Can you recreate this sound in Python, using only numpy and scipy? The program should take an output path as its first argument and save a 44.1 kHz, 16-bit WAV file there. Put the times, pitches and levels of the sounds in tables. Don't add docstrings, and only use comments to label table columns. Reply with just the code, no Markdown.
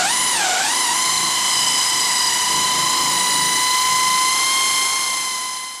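import sys
import numpy as np
from scipy import signal
from scipy.fft import rfft, irfft, next_fast_len
from scipy.io import wavfile

SR = 44100
rng = np.random.default_rng(int(sys.argv[2]) if len(sys.argv) > 2 else 0)


def wav_record(signal):
    frames = np.transpose(np.atleast_2d(signal))
    bounded = np.clip(frames, -1, 1)
    quanta = np.round(bounded * 32767).astype(np.int16)
    wavfile.write(sys.argv[1], SR, quanta)


N = 255780

# time_s, mesh_hz
RUNNING_SPEED = [(0.25, 1007), (1.05, 1022), (1.4, 1017), (1.65, 1004), (1.87, 1008), (2.3, 987),
                 (2.55, 1002), (3.0, 1015), (3.17, 995), (3.42, 995), (3.88, 1020), (4.2, 1022),
                 (4.55, 1059), (4.78, 1049), (4.96, 1057), (5.23, 1039), (5.39, 1020), (5.8, 1031)]
# middle_s, half_length_s, speed_lost_share
SPEED_SAGS = [(0, 0.095, 0.28), (.527, 0.16, .275), (0.895, .052, .06)]
# time_s, load (1 is full)
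PADDLE_LOAD = [(0, 0.68), (.55, 0.88), (1.5, 0.96), (2.3, 0.85), (3.05, 0.95), (3.35, 0.61), (3.7, 0.43),
               (4.2, 0.31), (5, 0.29)]
# mesh_harmonic, free_running_db, db_per_load, db_per_octave_of_sag,
# free_running_flutter_share, roughness_per_load
GEAR_HARMONICS = [(1, -24.5, -4, 8.5, 0.11, 0.93), (2, -24.5, -5.5, 6, 0.1, 1.41),
                  (3, -28.5, -1.5, -4, 0.3, 2.57), (4, -28.5, -2.5, -3, .3, 3),
                  (5, -30, -1, -6, 0.37, 3.52), (6, -30.5, -0.5, -11, 0.18, 3.1),
                  (7, -37.5, 8, -13, 0.33, 4.2), (8, -40, 4.5, 3, 0.06, 10.93)]
# start_s, end_s, mesh_harmonic, gain_db
GEAR_RINGS = [(0.813, 0.914, 1, 4), (.97, 1.25, 4, 3.5), (1.3, 1.8, 3, 3), (1.38, 2.35, 8, 7.5),
              (1.45, 2.27, 5, 5.5), (2.458, 3.1, 1, 4.5), (2.474, 3.694, 4, 3), (2.85, 3.1, 5, 2),
              (3.506, 4.4, 2, 1), (3.549, 4.252, 1, 3.6), (4.25, 5.601, 6, 1), (4.42, 4.7, 3, 3)]
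# cycles_per_motor_turn, relative_db
BRUSH_LINES = [(36, -15), (37, -10), (38, -6), (39, 0), (40, -6), (41, -6), (42, -13)]
# time_s, level_db
BRUSH_LEVEL = [(.2, -24.5), (.8, -26.5), (1.3, -31), (2.5, -31.5), (2.9, -33.5), (3.4, -31.5), (3.9, -32.5),
               (4.5, -27.5), (5.8, -28)]
# frequency_hz, relative_db
HOUSING_RESPONSE = [(3000, -20), (7000, 9), (8600, 10), (9600, 11.5), (10800, 10), (11500, -6),
                    (15000, -22)]
# frequency_hz, relative_db
VENT_SPECTRUM = [(30, -43), (130, -12), (350, -6), (620, -10), (780, 0.5), (1300, -4.5), (2600, -7),
                 (3600, -2.5), (5600, -1.5), (7300, 0.5), (8600, -2), (11000, -5.5), (13200, -14.5),
                 (15200, -41)]
# start_s, end_s, base_boom_db, wall_drumming_db
PADDLE_RUBS = [(0, 0.445, -46, -42.5), (0.579, .8, -54, -41.5), (1.04, 1.367, -41, -44.5),
               (1.528, 1.77, -45, -43.5), (1.897, 2.118, -48.5, -47), (2.472, 3.56, -41.5, -37),
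               (3.81, 4.094, -44, -47)]
# frequency_hz, relative_db
BASE_RESPONSE = [(25, -37), (55, -19), (82, -4.5), (108, -10.5), (136, 2), (188, 4), (225, -12), (330, -39)]
# frequency_hz, relative_db
WALL_RESPONSE = [(170, -38), (245, -1), (327, 2.5), (400, -6), (600, -7), (1200, -54)]
# frequency_hz, relative_db
PASTE_SPECTRUM = [(20, -12), (50, -7), (120, -6), (250, -2), (600, -40)]
# time_s, level_db
PASTE_LEVEL = [(.2, -51), (.6, -57), (1.4, -57), (2.6, -46), (3.4, -58), (4.8, -65)]
# frequency_hz, relative_db
SQUEAL_SPECTRUM = [(8500, -42), (9100, 2), (9500, -6), (9800, -4), (10200, -35)]
# frequency_hz, relative_db
SIZZLE_SPECTRUM = [(12000, -48), (13800, -3), (15000, -2), (16000, -13)]
# frequency_hz, t60_s
ROOM_DECAY = [(200, 0.12), (2000, 1), (12000, 0.022)]

PINION_TEETH, WHEEL_TEETH, MAINS_HZ = 4, 37, 50
TIME_S = np.arange(N) / SR


def gears(wheel, load, sag, sway_rad=0.72, scatter=0.99, grind=2.1, flutter_damping=0.74):
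    mesh = 2 * np.pi * WHEEL_TEETH * wheel
    whine = np.zeros(N)
    for k, free_db, load_db, sag_db, runout, roughness in GEAR_HARMONICS:
        ring_db = sum(db * held(start, end, attack_s=.08, release_s=.12)
                      for start, end, harmonic, db in GEAR_RINGS if harmonic == k)
        level_db = free_db + load_db * load + sag_db * sag + ring_db
        worn = tooth_errors(wheel, reach=4.5, memory=.9)
        chatter = tooth_errors(wheel, reach=3, memory=.2)
        rasp = tooth_errors(wheel, reach=.6, memory=0)
        rough = scatter * roughness * load * amp(-ring_db)
        grinding = grind * sag * (k - 1) ** 2
        texture = 1 + rough * unit(worn + chatter) + grinding * rasp
        texture /= np.sqrt(1 + rough ** 2 + grinding ** 2)
        angle = 2 * np.pi * wheel + rng.normal()
        flutter = 1 + runout * np.exp(-flutter_damping * load) * np.cos(angle)
        lag = sway_rad * load * np.sin(angle)
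        tone = np.exp(1j * (k * mesh + lag + 2 * np.pi * rng.random()))
        whine += amp(level_db) * unit(flutter * np.real(texture * tone))
    return whine


def motor_motion(ripple_turns=.004):
    running_hz, = curves(RUNNING_SPEED)
    speed_share = 1 - sum(lost * swell(middle, half) for middle, half, lost in SPEED_SAGS)
    turns = np.cumsum(running_hz * speed_share) / SR / PINION_TEETH
    ripple = ripple_turns * np.sin(2 * np.pi * 2 * MAINS_HZ * TIME_S)
    return turns + ripple, -np.log2(speed_share)


def commutator(motor, load, sag, db_per_octave=-8):
    level_db, = curves(BRUSH_LEVEL)
    lines = sum(amp(db) * np.exp(2j * np.pi * (k * motor + rng.random())) for k, db in BRUSH_LINES)
    sparking = load * tooth_errors(motor, reach=14, memory=0, count=13)
    blur = (1 + sparking) / np.sqrt(1 + load ** 2)
    return amp(level_db + db_per_octave * sag) * coloured(np.real(lines * blur), HOUSING_RESPONSE)


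def fan(motor, wheel, load, sag, chop=0.19, treble_hz=8800):
    air = noise(VENT_SPECTRUM)
    treble = filtered(air, lambda hz: 1 / (1 + (treble_hz / (hz + 1)) ** 10))
    air += treble * (amp(-15 * sag) - 1)
    tight_spot = .22 * np.cos(np.pi * wheel) ** 8
    surge = 1 + tight_spot + chop * np.cos(2 * np.pi * motor)
    level_db = -23.5 - 1.26 * load + 5 * sag
    return amp(level_db) * unit(air * surge)


def bucket(wheel, load, slosh=0.79, slosh_hz=14):
    base_gain, wall_gain = amp(-54 + 1.5 * load), amp(-49 + 2.8 * load)
    for start, end, base_db, wall_db in PADDLE_RUBS:
        press = held(start, end, attack_s=0.032, release_s=0.09)
        base_gain = np.hypot(base_gain, amp(base_db) * press)
        wall_gain = np.hypot(wall_gain, amp(wall_db) * press)
    hum = np.zeros(N)
    for k in range(1, 26):
        strength = 1 + slosh * wobble(slosh_hz)
        phase = 2 * np.pi * (k * wheel + rng.random()) + slosh * wobble(slosh_hz)
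        hum += strength * np.cos(phase)
    return base_gain * coloured(hum, BASE_RESPONSE) + wall_gain * coloured(hum, WALL_RESPONSE)


def paste():
    level_db, = curves(PASTE_LEVEL)
    return amp(level_db) * noise(PASTE_SPECTRUM)


def squeal():
    return amp(-29) * swell(middle_s=3.38, half_s=0.33) * noise(SQUEAL_SPECTRUM)


def sizzle():
    return (amp(-54) + amp(-43) * swell(middle_s=3.5, half_s=0.63)) * noise(SIZZLE_SPECTRUM)


def room(sound):
    hz, t, spectra = signal.stft(rng.standard_normal(SR // 2), SR, nperseg=256)
    decay = amp(-60 * t / along(ROOM_DECAY, hz)[:, None])
    _, tail = signal.istft(spectra * decay, SR, nperseg=256)
    return signal.fftconvolve(sound, tail / np.linalg.norm(tail))[:N]


def tooth_errors(turns, reach, memory, count=WHEEL_TEETH, table_turns=2048):
    errors = rng.standard_normal((table_turns, count, 2)) @ [1, 1j]
    errors -= errors.mean(axis=1, keepdims=True)
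    errors = signal.lfilter([1], [1, -memory], errors, axis=0)
    settled = errors[table_turns // 10:].ravel()
    smooth = signal.lfilter([1], [1, -np.exp(-1 / reach)], settled)
    return unit(np.interp(turns * count, np.arange(len(smooth)), smooth))


def swell(middle_s, half_s, squareness=3.2):
    return np.exp(-np.abs((TIME_S - middle_s) / half_s) ** squareness)


def held(start_s, end_s, attack_s, release_s):
    rise = np.clip((TIME_S - start_s) / attack_s, 0, 1)
    return rise * np.exp(-np.maximum(TIME_S - end_s, 0) / release_s)


def wobble(rate_hz):
    knots = rng.standard_normal(256)
    return np.interp(TIME_S * rate_hz, np.arange(len(knots)), knots)


def amp(db):
    return 10 ** (np.asarray(db) / 20)


def unit(x):
    return x / np.sqrt(np.mean(np.abs(x) ** 2) + 1e-20)


def along(points, hz):
    knots_hz, values = np.transpose(points)
    return np.interp(np.log(hz + 1), np.log(knots_hz + 1), values)


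def curves(rows):
    times_s, *columns = np.transpose(rows)
    return [np.interp(TIME_S, times_s, column) for column in columns]


def filtered(x, response):
    size = next_fast_len(N + 8192)
    return irfft(rfft(x, size) * response(np.fft.rfftfreq(size, 1 / SR)), size)[..., :N]


def coloured(x, spectrum):
    return unit(filtered(x, lambda hz: amp(along(spectrum, hz))))


def noise(spectrum):
    return coloured(rng.standard_normal(N), spectrum)


def scene(room_db=-18):
    motor, sag = motor_motion()
    wheel = motor * PINION_TEETH / WHEEL_TEETH
    load, = curves(PADDLE_LOAD)
    drill = gears(wheel, load, sag) + commutator(motor, load, sag) + fan(motor, wheel, load, sag)
    direct = drill + bucket(wheel, load) + paste() + squeal() + sizzle()
    return np.tile(direct + amp(room_db) * room(direct), (2, 1))


def record(dry):
    fade_span_s, top_hz = (4.75, 6.02), 15450
    fade = np.interp(TIME_S, fade_span_s, [1, 0])
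    return filtered(dry * fade, lambda hz: hz < top_hz)


dry = scene()
out = record(dry)
wav_record(out)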